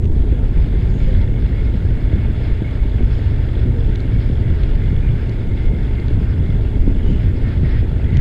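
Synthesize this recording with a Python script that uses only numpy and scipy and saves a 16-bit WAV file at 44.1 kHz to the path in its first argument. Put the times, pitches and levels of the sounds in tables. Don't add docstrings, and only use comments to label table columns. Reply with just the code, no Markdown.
import sys
import numpy as np
from scipy import signal
from scipy.fft import rfft, irfft, next_fast_len
from scipy.io import wavfile
from scipy.ndimage import uniform_filter1d, minimum_filter1d

SR = 44100
rng = np.random.default_rng(int(sys.argv[2]) if len(sys.argv) > 2 else 0)


def attenuation_scalar(level_db):
    decades = np.asarray(level_db, float) / 20
    return 10 ** decades


def bounce(signal):
    frames = np.transpose(np.atleast_2d(signal))
    limited = np.clip(frames, -1, 1)
    pcm = np.round(limited * 32767).astype(np.int16)
    wavfile.write(sys.argv[1], SR, pcm)


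N = 361971
T = np.arange(N) / SR


def rms_one(x):
    return x / np.sqrt(np.mean(x ** 2) + 1e-20)


def in_time(rows):
    s, level_db = np.transpose(rows)
    return np.interp(T, s, level_db)


def drift(rate):
    r = np.exp(-80 * np.pi * rate / SR)
    slow = signal.lfilter([1], [1, -2 * r, r * r], rng.standard_normal(N // 40 + 2002))[2000:]
    return np.interp(np.arange(N) / 40, np.arange(len(slow)), rms_one(slow))


def swells(times, peaks_db, half_s):
    coarse = T[::40, None]
    bells = attenuation_scalar(np.array(peaks_db)) * np.exp(-((coarse - np.array(times)) / half_s) ** 2)
    return np.interp(T, coarse[:, 0], bells.sum(axis=1))


def noise_bands(spectrum, edges_hz):
    size = next_fast_len(N)
    log_hz = np.log(np.maximum(np.arange(size // 2 + 1) * SR / size, 1))
    hz, db = np.transpose(spectrum)
    colour = attenuation_scalar(np.interp(log_hz, np.log(hz), db, -140, -140))
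    whole = rfft(rng.standard_normal(size)) * colour
    bands = []
    for own in np.eye(len(edges_hz)):
        share = np.interp(log_hz, np.log(edges_hz), own)
        bands.append(irfft(whole * share, size)[:N])
    return np.array(bands) / np.std(sum(bands))


def resonance(x, hz, width_hz):
    r = np.exp(-np.pi * width_hz / SR)
    zeros = np.array([1, 0, -1]) * (1 - r * r) / 2
    return signal.lfilter(zeros, [1, -2 * r * np.cos(2 * np.pi * hz / SR), r * r], x + 1e-18)


def narrow_noise(hz, width_hz, steadiness):
    r = np.exp(-np.pi * width_hz / SR)
    slow = signal.lfilter([1], [1, -2 * r, r * r], rng.standard_normal((2, N)))
    wander = slow[0] + 1j * slow[1]
    wander = wander / (np.abs(wander) + 0.14 * np.std(wander)) ** np.clip(steadiness, 0, 1)
    band = np.real(wander * np.exp(2j * np.pi * np.cumsum(hz + 0 * T) / SR))
    return rms_one(resonance(band, np.mean(hz), 4 * width_hz))


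def blows(events, length_s, width_hz, top_hz, order=4):
    size = 3000
    out, t = np.zeros(N + size), np.arange(size) / SR
    shut = signal.butter(order, top_hz, fs=SR, output="sos")
    fade = np.cos(np.pi / 2 * t / t[-1]) ** 2
    for (s, db, hz), rattle in zip(events, rng.standard_normal((len(events), size))):
        crack = (t == 0) + rattle * np.exp(-t / length_s) * .5 / np.sqrt(length_s * SR)
        burst = signal.sosfilt(shut, resonance(crack, hz, width_hz)) * fade
        start = int(s * SR)
        out[start:start + size] += attenuation_scalar(db + 3.0) * burst / np.abs(burst).max()
    return out[:N]


# (f/Hz, level/dB per Hz)
SELF_NOISE = [(3000, -6), (5900, -5.5), (6350, 0), (8000, -2), (10000, -6), (11400, -10), (12200, -8.5),
              (14000, -10.5), (14900, -13), (15500, -32)]


def preamp_hiss():
    return attenuation_scalar(-65) * noise_bands(SELF_NOISE, [1000])[0]


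def hum(cycle_hz, orders, wobble):
    turn = 2 * np.pi * cycle_hz * T + wobble * drift(0.53)
    start = rng.random((len(orders), 1)) * 2 * np.pi
    return sum(np.sqrt(2) * attenuation_scalar(db) * np.sin(k * turn + p) for (k, db), p in zip(orders, start))


MAIN_CYCLE_HZ, AUX_CYCLE_HZ, GENERATOR_TURN_HZ = 6.019, 7.906, 12.13
# (multiple of its cycle, level/dB rms)
MAIN = [(5, -24.5), (6, -31), (13, -33.5), (14, -27.5), (24, -43.5), (27, -41), (42, -42), (56, -45.5),
        (58, -49.5), (71, -64), (75, -63)]
# (multiple of its cycle, level/dB rms)
AUX = [(6, -25), (14, -26.5), (18, -37.5), (26, -55), (28, -40.5), (32, -50.5), (34, -42), (46, -47),
       (56, -52.5)]
# (multiple of its turn, level/dB rms)
GENERATOR = [(5, -24.5), (10, -36), (17, -46.5), (25, -44.5), (30, -47.5), (34, -45.5)]


def engines():
    main = hum(MAIN_CYCLE_HZ, MAIN, 0.019)
    aux = hum(AUX_CYCLE_HZ, AUX, 0.021)
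    return main + aux + hum(GENERATOR_TURN_HZ, GENERATOR, 0.015)


# (place in the cycle 0-1, level/dB)
KNOCKS = [
    (.02, -10.5),
    (0.199, -11),
    (0.359, 6),
    (0.488, 3.5),
    (.66, 1.5),
    (0.759, -0.5),
]


def block_knock(level_db, hz, width_hz):
    clicks = np.zeros(N)
    cycles = np.arange(int(N / SR * MAIN_CYCLE_HZ))
    for place, db in KNOCKS:
        at = ((cycles + place) / MAIN_CYCLE_HZ * SR).astype(int)
        clicks[at] = attenuation_scalar(db + 0.73 * rng.standard_normal(len(at)))
    ring = resonance(resonance(clicks, hz, width_hz), hz, 3 * width_hz)
    return attenuation_scalar(level_db) * rms_one(ring)


# (f/Hz, width/Hz, level/dB)
COVER = [(1432, 67, -0.5), (1599, 180, 4.5), (1760, 190, 0), (2923, 53, -6.5), (3390, 270, 1)]
# (t/s, level/dB)
CLATTER = [(0, -61), (.9, -55.5), (1.1, -53.5), (1.85, -56.5), (2.4, -56), (3.5, -54), (3.95, -53),
           (4.94, -55), (5.4, -57), (6.4, -53), (7.0, -56.5), (7.5, -66.5), (8.21, -52)]


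def valve_clatter(sharpness, place, uneven_db):
    firing = 6 * AUX_CYCLE_HZ * T - place
    strengths = attenuation_scalar(uneven_db * rng.standard_normal(int(firing[-1]) + 3))
    strength = strengths[np.round(firing).astype(int)]
    pulse = np.exp(sharpness * (np.cos(2 * np.pi * firing) - 1))
    puffs = pulse * strength * rng.standard_normal(N)
    rings = sum(attenuation_scalar(db) * rms_one(resonance(resonance(puffs, hz, w), hz, 2 * w)) for hz, w, db in COVER)
    return attenuation_scalar(in_time(CLATTER) - 4.5) * rings


# (t/s, peak level/dB, f/Hz)
TAPS = [(0.643, -41.5, 3290), (0.6844, -46, 3310), (0.7483, -43, 3590), (0.772, -43.5, 3450),
        (0.7898, -45, 3510), (1.1256, -41, 3290), (1.4626, -42.5, 3170), (1.5485, -43.5, 3310),
        (1.5852, -41.5, 3390), (1.8025, -43.5, 3460), (2.0978, -39, 3370), (2.1818, -43, 3390),
        (2.4137, -40.5, 3520), (2.4545, -45, 3600), (2.9182, -38.5, 3390), (3.4253, -44, 3390),
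        (3.4887, -40.5, 3410), (3.554, -35, 3210), (3.8064, -38, 3370), (3.846, -38, 3360),
        (3.8886, -41.5, 3350), (3.9518, -37.5, 3390), (4.0793, -42, 3150), (4.203, -40.5, 3250),
        (4.287, -43.5, 3440), (4.3113, -39, 3210), (4.3557, -39, 3200), (4.3731, -39, 3200),
        (4.4805, -41.5, 3440), (4.4983, -42, 3340), (4.634, -38, 3270), (4.7339, -41, 3230),
        (4.7546, -39, 3120), (4.8378, -37, 3350), (4.8569, -39.5, 3400), (4.9428, -41, 3390),
        (4.9645, -37, 3360), (5.0055, -41.5, 3600), (5.1106, -41.5, 3480), (5.8302, -44, 3240),
        (5.8488, -38.5, 3340), (5.8692, -40.5, 3450), (5.9354, -41, 3160), (5.954, -40, 3470),
        (6.207, -47.5, 3340), (6.2698, -46, 3190), (6.3965, -44.5, 3340), (6.437, -41.5, 3610),
        (6.4598, -39.5, 3410), (6.5033, -39.5, 3470), (6.7547, -42.5, 3360), (6.7767, -46, 3540),
        (7.0301, -37, 3210), (7.5773, -41.5, 3250), (8.041, -38, 3320), (8.0864, -41.5, 3280)]


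def valve_taps():
    return attenuation_scalar(-0.5) * resonance(blows(TAPS, .004, 260, 5000), 3380, 600)


# (start t/s, length/s, first f/Hz, last f/Hz, level/dB)
MOANS = [
    (0.322, 0.12, 508, 423, -36),
    (1.067, 0.074, 515, 498, -33),
    (1.204, .07, 900, 910, -46),
    (3.647, 0.31, 494, 438.6, -34.5),
]


def moans():
    out = np.zeros(N)
    for s, length, first_hz, last_hz, db in MOANS:
        part = np.clip((T - s) / length, 0, 1)
        flutter = 3 * drift(24)
        shape = np.minimum(part * 12, 1) * (1 - part) ** 0.41 * attenuation_scalar(db - 1.5 + flutter)
        pitch_hz = first_hz + (last_hz - first_hz) * part + 12 * drift(30)
        out += np.sqrt(2) * shape * np.sin(2 * np.pi * np.cumsum(pitch_hz) / SR)
    return out


# (t/s, level/dB)
WASH = [(0, -61), (.03, -55), (.3, -51), (.71, -47.5), (1.03, -47), (1.23, -48.5), (1.45, -47.5),
        (2.4, -47.5), (2.95, -47.5), (4.46, -47.5), (5.1, -46), (5.25, -48), (6.44, -48.5), (6.95, -49.5),
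        (7.2, -46), (7.6, -48.5), (7.8, -47), (8.05, -47.5)]
# (f/Hz, level/dB per Hz)
WASH_COLOUR = [(350, -36.5), (600, -2), (853, -20.5), (892, -6.5), (959, -16), (1070, -13.5), (1260, -12),
               (1430, -8.5), (1990, -8.5), (2160, -3.5), (2610, -10), (3040, -14), (3420, -11.5),
               (3770, -16.5), (5250, -19.5), (6500, -62), (11400, -120)]
# (t/s, peak level/dB)
SPLASHES = [
    (2.451, -58.5),
    (5.099, -67.5),
    (7.25, -62),
    (7.5, -45.5),
    (7.679, -55.5),
    (7.77, -53.5),
    (8.178, -50.5),
]
SPLASH_S, SPLASH_FROTH = 0.049, 0.68
FROTH_DB, SPRAY_DB, SPRAY_FLICKER_DB = -6, -10, 1.7


def wash(patchy_db):
    flow, splash = attenuation_scalar(in_time(WASH)), swells(*np.transpose(SPLASHES), SPLASH_S)
    shared = drift(9.9)
    bands = noise_bands(WASH_COLOUR, np.geomspace(800, 5000, 7))
    bands = [b * attenuation_scalar(patchy_db * (0.93 * shared + drift(4.6))) for b in bands]
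    froth = attenuation_scalar(FROTH_DB + 2.5) * rms_one(bands[4] + bands[5])
    spray = attenuation_scalar(SPRAY_DB - 6.0 + SPRAY_FLICKER_DB * drift(27)) * rms_one(bands[6])
    upper = signal.sosfilt(signal.butter(8, 6560, fs=SR, output="sos"), froth + spray)
    body = attenuation_scalar(2.5) * rms_one(sum(bands[:4]))
    return (flow + splash) * body + (flow + SPLASH_FROTH * splash) * upper


def droplets(per_s, level_db, cycles):
    sizes = attenuation_scalar(2.7 * np.minimum(rng.exponential(1, N), 4)) * (rng.random(N) < per_s / SR)
    dealt = rng.integers(0, 14, N)
    rings = np.zeros(N)
    for k, hz in enumerate(np.geomspace(1300, 2900, 14)):
        width_hz = hz / cycles
        ring = resonance(resonance(sizes * (dealt == k), hz, width_hz), hz, 3 * width_hz)
        rings += ring * (1500 / hz) ** 0.72
    return attenuation_scalar(in_time(WASH) + level_db) * rms_one(rings)


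# (t/s, peak level/dB, f/Hz)
SLAPS = [
    (0.239, -28, 466),
    (0.276, -36, 534),
    (1.739, -31.5, 538),
    (5.089, -32, 564),
    (6.873, -31, 482),
    (7.915, -30, 500),
    (7.969, -35, 493),
    (7.998, -29, 540),
]


def hull_slaps():
    return blows(SLAPS, 0.0024, 220, 860)


# (t/s, thin line hiss level/dB, sleeve
# rub level/dB)
LINE = [
    (1.01, -65, -60.5),
    (3.17, -70.5, -59.5),
    (5.05, -75, -61.5),
    (7.11, -69.5, -49.5),
]
LINE_S = 0.13


def line_rub():
    s, hiss_db, sleeve_db = np.transpose(LINE)
    hiss = swells(s, hiss_db, LINE_S) * narrow_noise(6750, 1000, .1)
    sleeve = swells(s, sleeve_db, LINE_S) * narrow_noise(2950, 450, .1)
    return attenuation_scalar(1.5 * drift(20)) * (hiss + sleeve)


# (t/s, centre f/Hz, peak level/dB, half-length/s)
GLOVE = [
    (5.063, 2378, -47, 0.059),
    (7.259, 1820, -46.5, 0.1),
    (7.478, 1800, -40.5, 0.046),
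    (7.721, 1880, -41, 0.11),
    (7.941, 1960, -51, .02),
    (8.169, 2010, -43, 0.12),
]


def glove(width_hz):
    s, hz, db, half_s = np.transpose(GLOVE)
    return swells(s, db - 0.5, half_s) * narrow_noise(np.interp(T, s, hz), width_hz, .45)


# (t/s, level/dB)
REEL = [(0, -56), (.5, -42), (1.3, -76.5), (2.0, -40.5), (3.1, -46), (3.7, -57), (4.6, -48), (5.5, -32.5),
        (6.3, -48), (6.9, -53), (7.5, -50), (8.21, -55)]
# (start t/s, length/s, level/dB, f/Hz)
CATCHES = [(0.732, 0.055, -48, 2130), (1.004, 0.041, -44, 2200), (1.175, 0.064, -44, 2170),
           (1.346, 0.038, -42, 2160), (1.564, 0.058, -42, 2170), (1.656, 0.052, -44, 2150),
           (1.988, 0.025, -45, 2230), (2.117, 0.148, -43.5, 2160), (2.646, 0.036, -39, 2220),
           (2.76, 0.108, -43.5, 2180), (2.979, 0.046, -44, 2190), (3.958, 0.087, -44, 2160),
           (4.151, 0.038, -39.5, 2160), (4.253, 0.06, -53, 2170), (4.406, 0.042, -48, 2150),
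           (4.633, 0.039, -46, 2180), (4.82, 0.064, -40, 2160), (4.907, 0.073, -45, 2120),
           (5.02, 0.062, -47, 2230), (5.094, 0.076, -51, 2190), (5.301, 0.064, -46, 2140),
           (5.518, 0.074, -44.5, 2130), (5.607, 0.048, -43, 2130), (5.671, 0.084, -41.5, 2150),
           (5.911, 0.033, -45, 2170), (5.974, 0.054, -38.5, 2120), (6.079, 0.038, -46, 2170),
           (6.451, 0.091, -42, 2120), (6.716, 0.052, -46, 2150), (7.247, 0.036, -52, 2120),
           (7.416, 0.066, -43, 2150), (7.711, 0.044, -48, 2160), (8.068, 0.028, -51, 2110),
           (8.123, 0.074, -39.5, 2120)]
CATCH_EDGE_S, CATCH_WIDTH_HZ = .012, 95


def reel(hz, width_hz, rough_db):
    s, length, db, catch_hz = np.transpose(CATCHES)
    coarse = T[::40, None]
    held = np.clip(np.minimum(coarse - s, s + length - coarse) / CATCH_EDGE_S + 1, 0, 1) ** 2
    catch_gain = np.interp(T, coarse[:, 0], (held * attenuation_scalar(db - 5.5)).sum(axis=1))
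    note_hz = np.interp(T, s + length / 2, catch_hz) + 45 * drift(9)
    notes = catch_gain * narrow_noise(note_hz, CATCH_WIDTH_HZ, 0.39)
    pull = attenuation_scalar(in_time(REEL) - 19.5 + rough_db * drift(25))
    return pull * narrow_noise(hz + 45 * drift(6.7), width_hz, .6) + notes


# (t/s, peak level/dB of the body, bright edge level/dB above it, body ring f/Hz)
TICKS = [(0.024, -38, -19, 2400), (0.044, -32, -16, 2480), (0.0552, -31, -14, 2460),
         (1.2168, -35, -29, 4070), (1.4631, -44, -24, 3850), (2.039, -42.5, -27, 4250),
         (2.1590, -42, -10, 4440), (2.7100, -45.5, -4, 4240), (2.896, -39.5, -16.5, 3850),
         (3.2830, -42, -15.5, 4210), (3.958, -26.5, -11.5, 3470), (4.004, -34, -10, 4240),
         (4.0690, -46.5, -21, 4570), (4.51, -43, -22, 5070), (4.6350, -24.5, -19, 2600),
         (4.6380, -41.5, -31.5, 4200), (4.752, -40, -24, 4600), (5.295, -34.5, -9.5, 4660),
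         (5.8316, -41, -31.5, 3610), (6.0000, -38, -17, 4400), (6.0824, -31, -14, 3930),
         (6.137, -38, -27, 3950), (6.879, -44, -15, 4070), (7.127, -35, -12, 2980),
         (7.489, -41, -11.5, 4500), (8.171, -22, -10, 2920), (3.9530, -37.5, -29, 3510),
         (5.9542, -39, -24, 2890), (8.105, -39, -26.5, 3710), (8.1460, -38, -13, 3400)]


def ticks(edge_hz):
    bodies = [(s, db - 2.0, hz) for s, db, edge_db, hz in TICKS]
    edges = [(s, db + edge_db - 0.5, edge_hz) for s, db, edge_db, hz in TICKS]
    return blows(bodies, .002, 800, 4900, order=8) + blows(edges, .0012, 1500, 7000, order=12)


# (t/s, peak level/dB, f/Hz)
BUMPS = [(0.2, -15, 130.5), (1.751, -17, 134), (2.154, -21.5, 206), (3.03, -12.5, 143), (3.656, -17.5, 125),
         (4.163, -15, 161.4), (4.927, -14.5, 154), (6.49, -12, 160), (6.875, -7, 241), (7.119, -17, 132),
         (7.631, -6.5, 130), (8.128, -14, 170), (.041, -18, 120), (.569, -19, 160), (2.127, -29.5, 128),
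         (2.299, -18.5, 170), (2.619, -13, 134), (2.853, -18.5, 209.5), (4.326, -19, 120),
         (5.732, -16, 167), (6.368, -28.5, 148), (6.76, -25, 116), (6.873, -9.5, 106), (7.03, -24, 125),
         (7.105, -17.5, 260), (7.23, -23, 119)]


def hand_bumps():
    return blows(BUMPS, 0.025, 57, 410, order=6)


# (t/s, peak level/dB, f/Hz)
PUFFS = [(0.098, -24, 248), (0.196, -20, 221), (0.324, -14, 320), (0.566, -27, 229), (0.662, -18, 250),
         (1.29, -16, 260), (1.523, -35, 266), (1.744, -17, 221), (1.851, -18, 221), (2.129, -11.5, 285),
         (2.404, -22, 221), (2.749, -31, 229), (2.944, -19.5, 261), (3.007, -11.5, 248), (3.19, -17, 261),
         (3.318, -19, 228), (3.568, -21.5, 253), (3.658, -17, 240), (3.777, -19, 237), (4.053, -20, 234),
         (4.163, -13, 231), (4.298, -14, 240), (4.497, -23, 326), (4.568, -27, 277), (5.21, -20, 221),
         (5.373, -31, 272), (5.55, -18.5, 290), (6.109, -14.5, 266), (6.328, -26, 237), (6.396, -24, 242),
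         (6.49, -15, 254), (6.588, -28, 221), (6.768, -14.5, 229), (6.873, -15.5, 226), (6.961, -26, 288),
         (7.035, -30, 323), (7.176, -22, 256), (7.377, -19, 261), (7.47, -17.5, 253), (7.525, -21, 280),
         (7.608, -19, 235), (7.747, -22, 266), (7.828, -17, 307), (7.915, -28, 334), (8.093, -28, 221)]
# (t/s, peak level/dB, f/Hz)
SURGES = [(0.312, -4.5, 73.5), (0.827, -7.5, 80.3), (1.166, -5, 80.4), (1.297, -14.5, 55.7),
          (1.63, -10.5, 68), (2.008, -14.5, 67), (2.131, 0, 68.8), (2.305, -9, 87), (2.952, -5, 88.5),
          (3.116, -11, 61.5), (3.261, -6, 67.3), (3.611, -9.5, 50.4), (3.787, -7, 86.1),
          (4.253, -9.5, 61.9), (4.406, -8, 107.6), (4.622, -14, 83), (4.947, -13.5, 62),
          (5.061, -5.5, 73.3), (5.298, -17.5, 51), (5.526, -8.5, 50.9), (5.949, -17.5, 50.5),
          (6.129, -5.5, 94), (6.338, -11, 64.2), (6.623, -17.5, 86.5), (6.755, -12, 73),
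          (6.867, -10.5, 91.5), (6.976, -24.5, 78.1), (7.265, -7, 89.7), (7.44, -7.5, 113.3),
          (7.615, -7.5, 61.8), (7.783, -10, 60.8), (7.96, -6.5, 92)]


def puffs_and_surges():
    return attenuation_scalar(-4.5) * (blows(PUFFS, 0.0071, 69, 570) + blows(SURGES, 0.028, 24, 140))


# (t/s, level/dB)
WIND = [(0, -18.5), (1.1, -17), (1.5, -18), (2.2, -19), (2.7, -23), (3.3, -21), (4.1, -19), (4.6, -17),
        (5.3, -21.5), (5.8, -19), (6.4, -17.5), (7.3, -18), (7.7, -17), (8.0, -21), (8.21, -9.5)]
# (f/Hz, level/dB per Hz)
BUFFET = [(4.7, -33.5), (8.0, -7), (38, -2), (99, -7.5), (119, -7.5), (191, -13), (265, -17), (307, -21),
          (409, -24.5), (569, -38.5), (775, -44.5), (895, -45.5), (972, -51.5), (1100, -53), (1430, -68.5),
          (2420, -120)]
# (t/s, peak level/dB)
HEAVES = [(.13, -15.5), (.2, -13), (.59, -14.5), (1.03, -12), (1.17, -13), (1.48, -38), (1.94, -27),
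          (2.08, -33), (2.26, -27), (2.36, -31), (2.51, -12), (2.831, -9.5), (3.04, -7), (3.17, -14),
          (3.31, -14.5), (3.45, -17), (3.61, -20), (3.91, -14), (4.18, -22), (4.5, -17), (4.64, -20.5),
          (4.75, -13), (4.85, -24), (4.96, -14), (5.67, -13.5), (6.1, -31), (6.42, -20.5), (6.81, -9.5),
          (6.9, -16.5), (7.06, -27), (7.149, -13), (7.82, -15.5)]
# (t/s, flapping level/dB, sharp eddies level/dB)
GUSTS = [(.07, -19.5, -24), (.19, -39, -37), (.59, -21.5, -58), (1.17, -23, -27), (1.39, -38, -35),
         (1.87, -16, -38), (2.17, -19, -21.5), (2.45, -19.5, -35), (3.039, -11, -28), (3.11, -21, -44),
         (3.31, -18, -46), (3.4, -12.5, -46), (3.662, -10, -25), (3.75, -34, -30), (3.91, -24, -34),
         (4.16, -14, -33), (4.5, -12, -55), (4.849, -11, -37), (4.96, -20, -52), (5.12, -9, -49),
         (5.3, -19.5, -37), (5.8, -45, -37), (6.2, -30, -33), (6.3, -25, -51), (6.41, -11.5, -27),
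         (6.54, -10.5, -46), (6.84, -33, -28), (7.11, -27, -25.5), (7.25, -17, -48), (7.31, -37, -26),
         (7.82, -17.5, -41), (7.92, -24, -48), (8.158, -8, -34), (8.21, -23, -46)]
HEAVE_S, GUST_S = 0.031, 0.044
FLAP_DB, EDDY_DB = -1, -6


def wind(lump_db, lump_rate):
    breeze = attenuation_scalar(in_time(WIND))
    s, flap_db, eddy_db = np.transpose(GUSTS)
    low, flap, mid, upper, top = noise_bands(BUFFET, [45, 100, 200, 340, 600])
    bursts = drift(lump_rate)
    eddies = mid * attenuation_scalar(lump_db * bursts) + upper * attenuation_scalar(lump_db * (0.46 * bursts + 0.39 * drift(23)))
    heave_gain = breeze * attenuation_scalar(2.0 * bursts + 0.96 * drift(3.1) - 1.0) + swells(*np.transpose(HEAVES), HEAVE_S)
    flap_gain = attenuation_scalar(-6.0) * (breeze * attenuation_scalar(FLAP_DB) + swells(s, flap_db, GUST_S))
    eddy_gain = attenuation_scalar(-5.5) * (breeze * attenuation_scalar(EDDY_DB) + swells(s, eddy_db, GUST_S))
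    buffeting = heave_gain * rms_one(low) + flap_gain * rms_one(flap) + eddy_gain * rms_one(eddies)
    return buffeting + attenuation_scalar(-12.0 + 0.85 * bursts) * top


def wind_guard(x):
    top, size = 0.6, int(0.01 * SR)
    gain = 1 / (1 + np.abs(x / top) ** 7.2) ** (1 / 8.3)
    return x * uniform_filter1d(minimum_filter1d(gain, size), size)


def scene():
    rattle = block_knock(-56.5, 897.6, 34) + valve_clatter(2.8, 0.54, 2.0) + valve_taps()
    water = wash(1.3) + droplets(130, -8.0, 34) + hull_slaps() + moans()
    near = reel(2160, 210, 1.2) + glove(150) + line_rub() + ticks(5600)
    lumps = hand_bumps() + puffs_and_surges()
    low = wind_guard(attenuation_scalar(-1.0) * wind(1.77, 15.0) + engines() + lumps)
    return (low + rattle + water + near)[None]


def low_pass(x):
    return signal.sosfilt(signal.butter(12, 15480, fs=SR, output="sos"), x)


def record(dry):
    mix = dry + preamp_hiss()
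    return low_pass(mix)


dry = scene()
out = record(dry)
bounce(out)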